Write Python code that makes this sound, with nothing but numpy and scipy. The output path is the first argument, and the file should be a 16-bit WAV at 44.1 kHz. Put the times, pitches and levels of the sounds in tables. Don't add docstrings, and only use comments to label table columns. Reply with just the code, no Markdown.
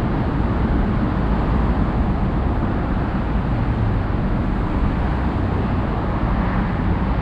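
import sys
import numpy as np
from scipy import signal
from scipy.fft import rfft, irfft, next_fast_len
from scipy.io import wavfile
from scipy.ndimage import uniform_filter1d

SR = 44100
rng = np.random.default_rng(int(sys.argv[2]) if len(sys.argv) > 2 else 0)


def wav_out(sig):
    wavfile.write(sys.argv[1], SR, np.round(np.clip(np.atleast_2d(sig).T, -1, 1) * 32767).astype(np.int16))


N = 317961


def undb(db):
    return 10 ** (np.asarray(db) / 20)


def along(rows):
    s, *columns = np.transpose(rows)
    return [np.interp(np.arange(N) / SR, s, c) for c in columns]


def walk(rate):
    hold = int(SR / rate)
    steps = np.repeat(rng.standard_normal(N // hold + 1), hold)
    smooth = uniform_filter1d(uniform_filter1d(steps, hold), hold)
    return 1.305 * smooth[:N]


def coloured(spectrum):
    size = next_fast_len(N)
    hz, db = np.transpose(spectrum)
    bin_hz = np.arange(size // 2 + 1) * SR / size
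    shape_db = np.interp(np.log(bin_hz + 1e-9), np.log(hz), db, left=-200, right=-200)
    noise = irfft(rfft(rng.standard_normal(size)) * undb(shape_db), size)[:N]
    return noise / np.sqrt(np.mean(noise ** 2))


def tone(hz, db, waver, waver_db, rough_db):
    phase = 2 * np.pi * np.cumsum(hz * (1 + waver * walk(9))) / SR
    level_db = db + waver_db * walk(8.6) + rough_db * walk(25)
    start = 2 * np.pi * rng.random()
    return np.sqrt(2) * undb(level_db) * np.sin(phase + start)


def rumble():
    # (pitch [Hz], relative level per Hz [dB])
    deck_colour = [(8, -32), (18, -11), (33, -1), (45, 0), (62, 1.5), (74, -1), (84, -17), (100, -33)]
    exhaust_colour = [(60, -36.5), (80, -1.5), (92, -1.5), (120, -1.5), (138, -4), (200, -2), (240, -5.5),
                      (310, -7), (360, -12.5), (430, -16.5), (560, -24), (800, -46)]
    # (time [s], deck level [dB], exhaust level [dB])
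    roar = [(0.0, -25, -21), (0.5, -23.5, -21), (1.3, -28, -21.5), (2.0, -23.5, -21.5), (2.7, -25.5, -22),
            (3.2, -27, -23), (3.7, -27.5, -24), (4.1, -26, -23.5), (4.5, -25, -23.5), (5.0, -27, -23),
            (5.5, -26, -22.5), (5.9, -27.5, -22.5), (6.3, -28.5, -22.5), (7.2, -25, -23.5)]
    deck_db, exhaust_db = along(roar)
    deck = undb(deck_db + 0.42 * walk(1.6)) * coloured(deck_colour)
    exhaust = undb(exhaust_db + 0.22 * walk(2.3)) * coloured(exhaust_colour)
    return deck + exhaust


def passing():
    # (time when nearest [s], time to fall to half power [s],
    # tyre level [dB], wash level [dB], hiss level [dB])
    passes = [(0.1, .3, -34.5, -46.5, -52.5), (.75, .5, -35.5, -45, -53), (1.55, 0.32, -32.5, -42, -50.5),
              (2.75, 0.17, -35.5, -51.5, -58.5), (3.15, 0.24, -37, -45, -56.5),
              (3.75, .4, -42.5, -45.5, -54.5), (5.05, 0.32, -38, -42.5, -50.5),
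              (5.7, 0.18, -33, -44, -50.5), (6.3, .25, -32, -43.5, -54), (6.52, 0.15, -34, -38, -50.5),
              (7.2, 0.25, -35, -38.5, -50.5)]
    s, half_s, *db = np.transpose(passes)
    late = np.arange(N) / SR - s[:, None]
    near = 1 / (1 + (late / half_s[:, None]) ** 2)
    far = undb([-33, -42.5, -51.5])
    return np.sqrt(far[:, None] ** 2 + undb(db) ** 2 @ near)


def rolling():
    # (pitch [Hz], relative level per Hz [dB])
    tyre_colour = [(300, -31.5), (430, -5), (550, -0.5), (650, -1), (830, 0.5), (960, -1.5), (1250, -4),
                   (1500, -13.5), (2000, -33)]
    wash_colour = [(1000, -26), (1400, -1.5), (1650, -0.5), (1900, -2.5), (2300, -8), (2900, -19.5),
                   (3800, -39)]
    hiss_colour = [(1800, -28), (2500, -1), (2900, -0.5), (3800, -5), (4450, -8), (4900, -13),
                   (5300, -19.5), (5900, -26), (7000, -48)]
    tyre_gain, wash_gain, hiss_gain = passing()
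    tyres = tyre_gain * undb(0.36 * walk(6.7)) * coloured(tyre_colour)
    wash = wash_gain * undb(0.48 * walk(8.1)) * coloured(wash_colour)
    hiss = hiss_gain * undb(0.29 * walk(6.8)) * coloured(hiss_colour)
    return tyres + wash + hiss


def road_hums():
    # (time of the peak [s], length [s],
    # pitch [Hz], whole slide in pitch [Hz], level at the peak [dB])
    hums = [(0.25, 0.59, 158.2, -1.5, -29), (0.15, 0.47, 125, 2, -32.5), (0.3, 1, 52.9, -1, -26.5),
            (1.0, 1.12, 119.5, 5, -30.5), (.6, .9, 228, 4, -33.5), (2.9, 0.55, 36, 1, -29),
            (1.298, 0.66, 186, 2.5, -31), (1.75, 0.37, 202, 0, -33), (2.2, 0.4, 190, 0, -29.5),
            (2.35, 0.45, 67.4, -0.5, -29), (3.498, 0.86, 55, 2, -27), (4.597, 0.82, 187.1, -3, -31.5),
            (6.25, 0.64, 57.7, -2, -23), (6.997, .6, 175, -3, -31.5), (0.65, 0.6, 206, 0, -31.5),
            (0.7, 0.76, 66.3, -5, -31.5), (0.803, 0.62, 44.45, 0.5, -28), (1.0, 0.42, 202, 0.5, -30),
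            (1.3, .4, 200, 0.5, -28.5), (1.548, 1.4, 53.0, -1, -24), (1.8, 0.63, 159.6, 0, -31),
            (1.9, 1.26, 64.9, 6, -29.5), (2.35, 1.7, 45.2, 0, -25.5), (2.6, 0.55, 99.5, 0, -29),
            (2.8, 0.59, 63.0, 3, -26.5), (3.198, 1.2, 54.6, -0.5, -31), (3.8, 1.02, 109.1, -29, -23.5),
            (4, 0.65, 48.6, -1.5, -26.5), (4.4, 0.45, 121.8, 1, -27.5), (4.7, 0.8, 44.4, 0, -27.5),
            (4.75, 0.93, 25.3, 0, -28.5), (5.1, 0.7, 61.3, 0, -25.5), (5.503, 1.27, 89.1, 2, -26),
            (5.7, 0.76, 57.9, 3.5, -23.5), (5.75, 0.26, 249.9, -0.5, -27), (6.192, 0.74, 222.6, -24.5, -34),
            (6.4, 1.15, 116.2, 0, -30.5), (6.45, 0.5, 980, 1, -45), (6.502, 1.3, 45.0, 0, -25),
            (6.55, 0.44, 181.6, 0, -30), (6.905, 0.62, 94.2, -3.5, -27.5), (7.1, 0.89, 57.5, 2, -24)]
    out = 0
    for s, length, hz, slide_hz, db in hums:
        turn = np.pi * np.clip((np.arange(N) / SR - s) / length, -.5, .5)
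        pitch = hz + slide_hz * np.sin(turn) / 2
        waver = .009 * np.sqrt(min(hz, 250) / 100)
        rough_db = 1.1 * np.sqrt(hz / 100)
        out = out + np.cos(turn) * tone(pitch, db, waver=waver, waver_db=1.0, rough_db=rough_db)
    return out


def coloured_swells():
    # (time when loudest [s], time to fall to half power [s], pitch [Hz], level [dB])
    swells = [(.8, .5, 1403, -43), (1.52, .35, 1010, -37.5), (2.6, .7, 720, -39), (2.7, .1, 1296, -40.5),
              (3.05, .25, 1416, -40), (4.3, .15, 622, -40), (4.75, .12, 980, -37.5), (5.13, .12, 897, -36),
              (4.4, .4, 1340, -43.5), (3.3, .3, 2450, -51.5), (5.75, .15, 2600, -50.5),
              (5.1, 0.17, 1500, -44), (.65, .35, 400, -38), (1.7, .2, 400, -38), (2.6, .15, 330, -36),
              (4.9, 0.14, 400, -38), (5.25, 0.18, 300, -34.5), (5.55, 0.11, 400, -35.5),
              (6.0, .15, 400, -37.5), (5.95, .12, 820, -39), (4.9, 0.37, 2350, -51.5),
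              (6.48, .1, 1000, -37.5), (6.35, .3, 1097, -37.5), (6.52, 0.11, 1890, -42.5),
              (6.65, .1, 1590, -41.5), (7.05, .12, 946, -36)]
    width = .17
    t, out = np.arange(N) / SR, 0
    for s, half_s, hz, db in swells:
        band = [(hz * (1 + width) ** k, -6 * k ** 2) for k in range(-2, 3)]
        swell = 1 / np.sqrt(1 + ((t - s) / half_s) ** 4)
        out = out + undb(db) * coloured(band) * swell
    return out


def trees():
    # (pitch [Hz], relative level per Hz [dB])
    leaf_colour = [(5000, -21.5), (6000, -3.5), (6600, -2), (7600, -0.5), (8100, -0.5), (8800, -6),
                   (9500, -12), (10300, -32)]
    twig_colour = [(9000, -20), (9900, -5), (10900, 0), (11500, -1), (12400, -3), (13200, -8), (13700, -14),
                   (14900, -26)]
    # (time [s], leaf level [dB], twig level [dB])
    breeze = [(0.0, -69.5, -83.5), (1.0, -69.5, -82), (1.6, -67.5, -81), (2.2, -70, -84),
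              (2.48, -69.5, -82), (2.56, -70, -76.5), (2.61, -69.5, -76.5), (2.65, -70, -82),
              (3.4, -70, -81), (3.85, -68.5, -78.5), (4.1, -71, -79.5), (4.6, -67.5, -77.5),
              (5.15, -67, -77), (5.4, -68, -80), (5.9, -69.5, -81.5), (6.4, -69.5, -82), (7.2, -71, -84)]
    # (start time [s], level before the fade [dB])
    tick_list = [(1.4731, -77.5), (2.19, -81), (4.4594, -77), (5.1013, -79), (5.2094, -77.5), (6.6194, -80)]
    attack_s, decay_s = .004, .015
    leaves_db, twigs_db = along(breeze)
    flicker, sway = walk(30), walk(6)
    s, db = np.transpose(tick_list)
    late = np.arange(N) / SR - s[:, None]
    rise = np.clip(late / attack_s, 0, 1)
    fade = np.exp(-np.abs(late) / decay_s)
    ticks = undb(db) @ (rise * fade)
    leaves = undb(leaves_db + .4 * flicker + .3 * sway) * coloured(leaf_colour)
    twigs = (undb(twigs_db + .8 * flicker + .4 * sway) + ticks) * coloured(twig_colour)
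    return leaves + twigs


def scene():
    return (rumble() + rolling() + road_hums() + coloured_swells() + trees())[None]


def record(dry):
    top_hz = 14900
    sos = signal.ellip(8, .2, 70, top_hz, fs=SR, output="sos")
    rounded = np.tanh(0.9 * dry[0]) / 0.9
    settled = signal.sosfilt_zi(sos) * rounded[0]
    return signal.sosfilt(sos, rounded, zi=settled)[0][None]


dry = scene()
out = record(dry)
wav_out(out)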